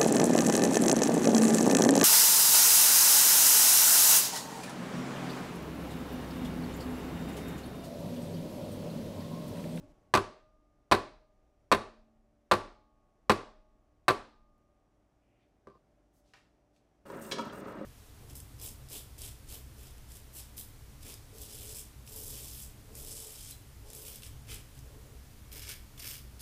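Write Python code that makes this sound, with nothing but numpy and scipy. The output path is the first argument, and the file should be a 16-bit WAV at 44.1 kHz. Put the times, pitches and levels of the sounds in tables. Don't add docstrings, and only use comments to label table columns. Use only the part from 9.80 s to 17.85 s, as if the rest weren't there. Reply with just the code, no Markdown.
import sys
import numpy as np
from scipy import signal
from scipy.fft import rfft, irfft, next_fast_len
from scipy.io import wavfile
from scipy.ndimage import map_coordinates

SR = 44100
rng = np.random.default_rng(int(sys.argv[2]) if len(sys.argv) > 2 else 0)


def wrap_up_sound(samples):
    columns = np.atleast_2d(samples).T
    tamed = np.clip(columns, -1, 1)
    steps = np.round(tamed * 32767).astype(np.int16)
    wavfile.write(sys.argv[1], SR, steps)


def decibels_to_gain(level_db):
    exponent = np.asarray(level_db, float) / 20
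    return 10 ** exponent


N = 355005

CUTS_S = [
    .122,
    5.981,
    7.254,
]
# start_s, low_db, mid_db, upper_db, high_db
SHAKES = [
    (-.3, -78, -67.5, -62, -89),
    (.34, -78.5, -50.5, -74, -63.5),
    (1.115, -75.5, -51.5, -76, -70),
    (1.917, -57.5, -55, -70, -77),
    (2.714, -65.5, -60.5, -61, -69),
    (3.497, -67.5, -53.5, -64.5, -71.5),
    (4.282, -64, -65.5, -66, -64),
]
# start_s, end_s, grind_db, slip_over_grind_db
PUSHES = [
    (7.268, 7.41, -68, 21),
    (7.415, 7.532, -56.5, 13.5),
    (7.593, 7.62, -66.5, 3),
    (7.653, 7.685, -72, 24),
    (7.733, 7.808, -64.5, 20.5),
    (7.871, 7.928, -70, 22),
]


def unit(x):
    return x / np.sqrt(np.mean(x ** 2) + 1e-20)


def along(points, hz):
    point_hz, value = np.transpose(points)
    return np.interp(np.log(hz + 1), np.log(point_hz + 1), value)


def add(track, start_s, sound):
    i = round(start_s * SR)
    sound = sound[max(-i, 0):N - i]
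    track[max(i, 0):][:len(sound)] += sound


def noise(gain, size=N):
    m = next_fast_len(size)
    spectrum = rfft(rng.standard_normal(m)) * gain(np.fft.rfftfreq(m, 1 / SR))
    return unit(irfft(spectrum, m)[:size])


def shaped_noise(points, size=N):
    return noise(lambda hz: decibels_to_gain(along(points, hz)), size)


def hump(centre_hz, octaves):
    return lambda hz: np.exp(-.5 * (np.log2((hz + 1) / centre_hz) / octaves) ** 2)


def wobble(rate_hz):
    knots = rng.standard_normal(int(N * rate_hz / SR) + 4)
    return map_coordinates(knots, [np.arange(N) * rate_hz / SR])


def burst(gain, t, t60):
    return decibels_to_gain(-60 * t / t60) * noise(gain, size=len(t))


def ring(modes, t, scatter_db, detune=0.018, flip=True):
    hz, db, t60 = np.transpose(modes)[:, :, None]
    luck = rng.standard_normal((3, len(modes), 1))
    sign = np.sign(luck[0]) if flip else 1
    swing = np.sin(2 * np.pi * hz * (1 + detune * luck[2]) * t) * sign
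    return np.sum(decibels_to_gain(db + scatter_db * luck[1] - 60 * t / t60) * swing, axis=0)


def tail():
    # pitch_hz, t60_s
    kitchen_t60 = [(60, 0.36), (250, 0.41), (1000, 0.4), (2500, .42), (5000, .46), (10000, 0.31),
                   (16000, 0.075)]
    hz, t, z = signal.stft(rng.standard_normal(SR // 2), SR, nperseg=256)
    fade = decibels_to_gain(-60 * t / along(kitchen_t60, hz)[:, None])
    decay = signal.istft(z * fade, SR, nperseg=256)[1]
    return decay / np.linalg.norm(decay)


def room(x):
    wet, step = np.zeros(N), round(.4 * SR)
    for i in range(round(.3 * SR), N, step):
        if x[i:i + step].any():
            add(wet, i / SR + .004, signal.fftconvolve(x[i:i + step], tail()))
    return wet


def fridge():
    # pitch_hz, level_db
    hum_lines = [(59.2, -81), (97, -86), (119, -87.5), (296, -84), (587, -85.5), (759, -90.5), (5722, -106)]
    t = np.arange(N) / SR
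    return sum(decibels_to_gain(db + 3.5 + 2.5 * wobble(6.2)) * np.sin(2 * np.pi * hz * t) for hz, db in hum_lines)


def kitchen_air():
    # pitch_hz, db_per_hz
    air_spectrum = [(12, -44.5), (20, -19), (49, 2), (80, -15), (100, -9.5), (388, -12.5), (422, -15),
                    (542, -18), (590, -11), (976, -24), (2140, -31.5), (4180, -39.5), (5850, -38),
                    (13200, -48.5), (16000, -60)]
    settle_s, recover_s = 0.12, 1.2
    t = np.arange(N) / SR
    last_rap_s = np.max([np.where(t > s, s, -N) for s, *_ in SHAKES[1:]], axis=0)
    gain_db = 7.5 * np.exp(-t / settle_s) - 5 * np.exp(-(t - last_rap_s) / recover_s)
    return decibels_to_gain(-71 + 1.27 + gain_db + 0.43 * wobble(5.4)) * shaped_noise(air_spectrum)


def pouring():
    # pitch_hz, db_per_hz
    pour_spectrum = [(24, -31), (40, -3), (99, 2.5), (155, -17), (297, 2.5), (516, -24), (585, 2),
                     (751, -24), (8130, -39.5), (16000, -54.5)]
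    t = np.arange(N) / SR
    return (t < CUTS_S[0]) * decibels_to_gain(-59.5 + 0.74 * wobble(45)) * shaped_noise(pour_spectrum)


def oven_fan(fade_db):
    # pitch_hz, db_per_hz
    fan_spectrum = [(24, -47), (40, -14), (106, -7.5), (215, -2), (281, -8.5), (511, -8), (559, -3),
                    (802, -12.5), (997, -15.5), (1350, -9), (3000, -29), (3900, -62.5), (6600, -120)]
    # pitch_hz, width_hz, level_db
    cavity = [(213, 16, 0.5), (300, 44, 3), (401.6, 25, 7.5), (556.5, 12, 3), (987, 86, 2), (1269, 18, -1)]

    def gain(hz):
        box = 1 + sum(decibels_to_gain(db) / (1 + ((hz - centre) / width) ** 2) for centre, width, db in cavity)
        return decibels_to_gain(along(fan_spectrum, hz)) * box

    return decibels_to_gain(-45.5 + fade_db + 1.64 * wobble(50)) * noise(gain)


def pan_slide(fade_db):
    # pitch_hz, db_per_hz
    drag_spectrum = [(1060, -23), (1800, -0.5), (2430, -21), (2820, -1), (3020, -21), (3330, -9.5),
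                     (7000, -21.5), (9100, -49), (15400, -120)]
    # pitch_hz, db_per_hz
    wire_spectrum = [(4000, -23), (5500, -8), (7400, -6), (8600, 1), (9600, -9), (12200, -9), (14600, -4),
                     (15600, -11), (16200, -24)]
    # start_s, level_db, pitch_hz, t60_s
    ping = (7.698, -42, 3200, .024)
    rest_db, grip_s = -76.5, 0.0126
    slip_every_s, slip_scatter_db = 0.026, 2
    time = np.arange(N) / SR
    pushes_db = []
    for start, end, db, _ in PUSHES:
        grip = np.clip(np.minimum(time - start, end - time) / grip_s + 1, 0, 1)
        pushes_db.append((db - rest_db) * grip)
    push_db = np.max(pushes_db, axis=0)
    out = decibels_to_gain(-65.5 + fade_db + 0.2 * push_db + 3.0 * wobble(60)) * shaped_noise(drag_spectrum)
    out += decibels_to_gain(rest_db + push_db + 1.7 * wobble(150)) * shaped_noise(wire_spectrum)
    t = np.arange(SR // 4) / SR
    for start, end, db, slip_db in PUSHES:
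        luck = rng.standard_normal(12)
        slips = [burst(hump(11000, 0.78), t[:441], t60=.011) for _ in luck]
        for k, s in enumerate(np.arange(start, end, slip_every_s)[:len(luck)]):
            add(out, s, decibels_to_gain(db + slip_db - 11.0 + slip_scatter_db * luck[k]) * slips[k])
    s, db, hz, t60 = ping
    add(out, s, ring([(hz, db, t60)], t, scatter_db=0, detune=0) * (1 - np.exp(-t / .002)))
    return out


def rack_catches():
    # start_s, peak_db, box_relative_db, bright_relative_db
    catch_events = [(7.3, -39.5, 3, -12), (7.513, -39, 0, 11), (7.519, -37, 0, 13), (7.527, -43.5, 12.5, 7),
                    (7.583, -31, -3, -4), (7.592, -27.5, -1.5, -11.5), (7.611, -39, -2, -8),
                    (7.725, -38, -30, -12), (7.881, -40.5, -2, -16), (7.909, -56, 6, -16),
                    (7.945, -41, -4, -29), (8.011, -43, 12.5, -20)]
    # pitch_hz, level_db, t60_s
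    rack_modes = [(966, 1.5, 0.071), (1150, -4, 0.066), (1263, -0.5, 0.097), (1432, -1.5, 0.049)]
    # pitch_hz, level_db, t60_s
    box_modes = [(220.9, 0, 0.28), (295, 2.5, 0.12), (403, -1, 0.2), (548, 9, 0.072)]
    # pitch_hz, level_db, t60_s
    bright_modes = [(1720, 0, .04), (2250, -1, .04), (2650, -2, .04), (2860, -14, .15), (3270, -1, .04),
                    (3960, -2, .035), (4700, -4, .035), (5650, -4, .03), (6400, -6, .03)]
    hits, t = np.zeros(N), np.arange(SR // 4) / SR
    for s, db, box_db, bright_db in catch_events:
        catch = decibels_to_gain(-7.5) * ring(rack_modes, t, scatter_db=-2.0)
        catch += decibels_to_gain(box_db - 11.5) * ring(box_modes, t, scatter_db=1.0)
        catch += decibels_to_gain(bright_db - 9) * ring(bright_modes, t, scatter_db=1.5)
        catch += decibels_to_gain(bright_db - 11) * burst(hump(3880, 0.73), t, t60=0.073)
        add(hits, s, decibels_to_gain(db) * catch * (1 - np.exp(-t / 0.0007)))
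    return hits


def hands():
    # start_s, end_s, level_db, centre_hz, width_octaves
    rubs = [
        (5.4, 5.657, -86.5, 2330, 0.3),
        (5.59, 5.646, -83, 2290, 0.66),
        (5.878, 5.977, -89, 4400, .25),
        (5.89, 5.976, -68.5, 1100, 0.11),
        (6.329, 6.41, -79, 8330, 1),
        (6.44, 6.539, -80.5, 3930, .9),
        (6.93, 6.996, -84, 4500, .8),
    ]
    # start_s, peak_db, centre_hz, t60_s
    ticks = [
        (6.488, -81, 3180, .03),
        (6.536, -51.5, 1920, 0.1),
        (6.537, -57, 980, 0.22),
        (6.56, -64.5, 2800, 0.26),
        (6.963, -66, 2980, .03),
        (4.78, -74, 8800, 0.018),
    ]
    out = np.zeros(N)
    for start, end, db, hz, octaves in rubs:
        u = np.linspace(0, 1, round((end - start) * SR))
        swell = np.sin(np.pi * u ** 1.1) ** 0.4
        add(out, start, decibels_to_gain(db) * swell * noise(hump(hz, octaves), size=len(u)))
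    t = np.arange(SR // 4) / SR
    for s, db, hz, t60 in ticks:
        add(out, s, decibels_to_gain(db - 4.5) * burst(hump(hz, 1.0), t, t60))
    return out


def grates():
    # pitch_hz, level_db, t60_s
    grate_modes = [
        [(223, -1, 2.3)],
        [(612, 0.43, 0.8), (623, -1, 1.1)],
        [(850, .5, 1.4), (1109, -14, 5.7)],
        [(1215, 0.6, 2.1)],
    ]
    out, t = np.zeros(N), np.arange(2 * SR) / SR
    stops_s = [row[0] for row in SHAKES[1:]] + [N / SR]
    for (s, *shake_db), stop in zip(SHAKES, stops_s):
        modes = [(hz, db + shake, t60) for grate, shake in zip(grate_modes, shake_db) for hz, db, t60 in grate]
        held = (1 - np.exp(-t / .02)) * (t < stop - s + .005)
        add(out, s, ring(modes, t, scatter_db=0, detune=0) * held)
        add(out, s, decibels_to_gain(-55.5) * burst(hump(30, .35), t, t60=1.8) * (1 - np.exp(-t / .01)))
    return out


def pan():
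    # start_s, cup_ring_db, thud_relative_db, hardness_db
    landings = [(0.338, -10, -8, -5.5), (0.3499, -7.5, -16, -11), (0.357, -13.5, -17, -11.5),
                (0.372, -12.5, -13, -13.5), (0.379, -21, -2.5, -18.5), (1.113, -10, -12.5, -12),
                (1.119, -6.5, -6.5, -8.5), (1.122, -12.5, -10, -3.5), (1.129, -18.5, -18, -17.5),
                (1.139, -17, -7, -12), (1.148, -23, -6, -5.5), (1.915, -9, -8, -10.5),
                (1.921, -9.5, -7.5, -5.5), (1.924, -15.5, -14, -9), (1.935, -18, -6, -10.5),
                (1.946, -20, -5, -9), (2.712, -13, -18.5, -6), (2.717, -8, -13, -10),
                (2.723, -13, -10.5, -16), (2.735, -12.5, -11, -16), (2.75, -25.5, -8, -12.5),
                (3.4954, -5, -8, -11), (3.502, -14, -11, -9), (3.509, -17, -8, -13),
                (3.517, -18.5, -3.5, -8.5), (4.281, -7.5, -25, -9.5), (4.286, -15.5, -8.5, -4.5),
                (4.299, -12, -11, -18.5), (4.306, -26, 5, -1.5)]
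    # start_s, cup_ring_db
    nudges = [
        (5.87, -42),
        (5.883, -52),
        (5.899, -50.5),
        (5.952, -56.5),
    ]
    # pitch_hz, level_db, t60_s
    cup_modes = [(784, -14, .03), (868, -11.5, .05), (1043, -2, 0.07), (1150, -22.5, .35),
                 (1157, -0.3, 0.051), (1240, -14.5, 0.01), (1368, -13, 0.057), (1543, -12.5, 0.074)]
    # pitch_hz, level_db, t60_s
    counter_modes = [(59.6, -16.5, 0.14), (99.2, -8, 0.24), (147, -3, .1), (214.5, -1, 0.12),
                     (314, -4.5, .12), (349, -0.5, 0.14), (395.2, 2.5, 0.13), (500, 7.5, 0.045),
                     (608, -2.5, 0.072)]
    # pitch_hz, level_db, t60_s
    rim_modes = [(1735, 3.5, 0.031), (2506, 2.5, 0.021), (2800, -3, .025), (3770, -4, 0.035),
                 (4430, -4, 0.022), (4652, -5, 0.052), (7940, -10, 0.051), (9940, -23, 0.18),
                 (12400, -27, .15)]
    # pitch_hz, db_per_hz
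    sheet_spectrum = [(120, -38.5), (250, -12.5), (500, -4), (1100, -1.5), (1500, -5), (2400, -10),
                      (3200, -16), (4300, -12.5), (5500, -38.5)]
    # pitch_hz, db_per_hz
    crack_spectrum = [(3500, -40), (5000, 0), (6200, -3), (7000, -7), (8200, -5), (10000, -8), (11000, -15),
                      (14000, -20.5), (16000, -34.5)]
    # pitch_hz, db_per_hz
    spread_spectrum = [(41, -39.5), (70, -7.5), (162, -9), (218, -1.5), (394, -0.5), (934, -3.5),
                       (1150, -5), (1500, -11), (3000, -19.5), (4500, -22), (7000, -28.5), (10000, -31.5),
                       (12300, -40), (16000, -52)]
    out, spread, t = np.zeros(N), np.zeros(N), np.arange(SR // 5) / SR
    clap = np.fft.fftshift(irfft(decibels_to_gain(along(spread_spectrum, np.fft.rfftfreq(512, 1 / SR)))))
    clap /= np.linalg.norm(clap)
    nudge_thud_db, nudge_hard_db = -0.5, -21
    soft_landings = [(s, db, nudge_thud_db, nudge_hard_db) for s, db in nudges]
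    for s, db, thud_db, hard_db in landings + soft_landings:
        blow = decibels_to_gain(-7.5) * ring(cup_modes, t, scatter_db=1.0, detune=0.0058, flip=False)
        blow += decibels_to_gain(thud_db - 10.0) * ring(counter_modes, t, scatter_db=2.0, detune=.008)
        blow += decibels_to_gain(hard_db - 11.0) * ring(rim_modes, t, scatter_db=1)
        blow += decibels_to_gain(hard_db + 2.0 - 60 * t / 0.054) * shaped_noise(sheet_spectrum, len(t))
        crack_db = -11.5 + 0.82 * hard_db
        blow += decibels_to_gain(crack_db - 60 * t / 0.024) * shaped_noise(crack_spectrum, len(t))
        add(out, s + .0007, decibels_to_gain(db) * blow * (1 - np.exp(-t / .0004)))
        add(spread, s + .002, decibels_to_gain(db) * signal.fftconvolve(clap, tail()))
    return out, spread


def scene():
    t = np.arange(N) / SR
    (raps, spread), touches = pan(), hands()
    fade_db = -7 * np.exp(-np.abs(t - CUTS_S[2]) / 0.017)
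    slide = (oven_fan(fade_db) + pan_slide(fade_db)) * (t > CUTS_S[2])
    catches = rack_catches()
    wet = room(decibels_to_gain(-21.5) * raps + decibels_to_gain(-5) * touches + decibels_to_gain(-7) * catches) + decibels_to_gain(0.5) * spread
    trimmed = (t > CUTS_S[1]) & (t < 6.3)
    kitchen = kitchen_air() + fridge() + pouring()
    return ((raps + wet) * ~trimmed + touches + grates() + kitchen + slide + catches)[None]


def top_cut(x):
    return signal.sosfilt(signal.butter(12, 16520, fs=SR, output="sos"), x)


def record(dry):
    x = dry / (1 + np.abs(dry / .3) ** 3) ** (1 / 3)
    x = signal.sosfilt(signal.butter(10, 15700, fs=SR, output="sos"), x)
    return top_cut(x)


dry = scene()
out = record(dry)
wrap_up_sound(out)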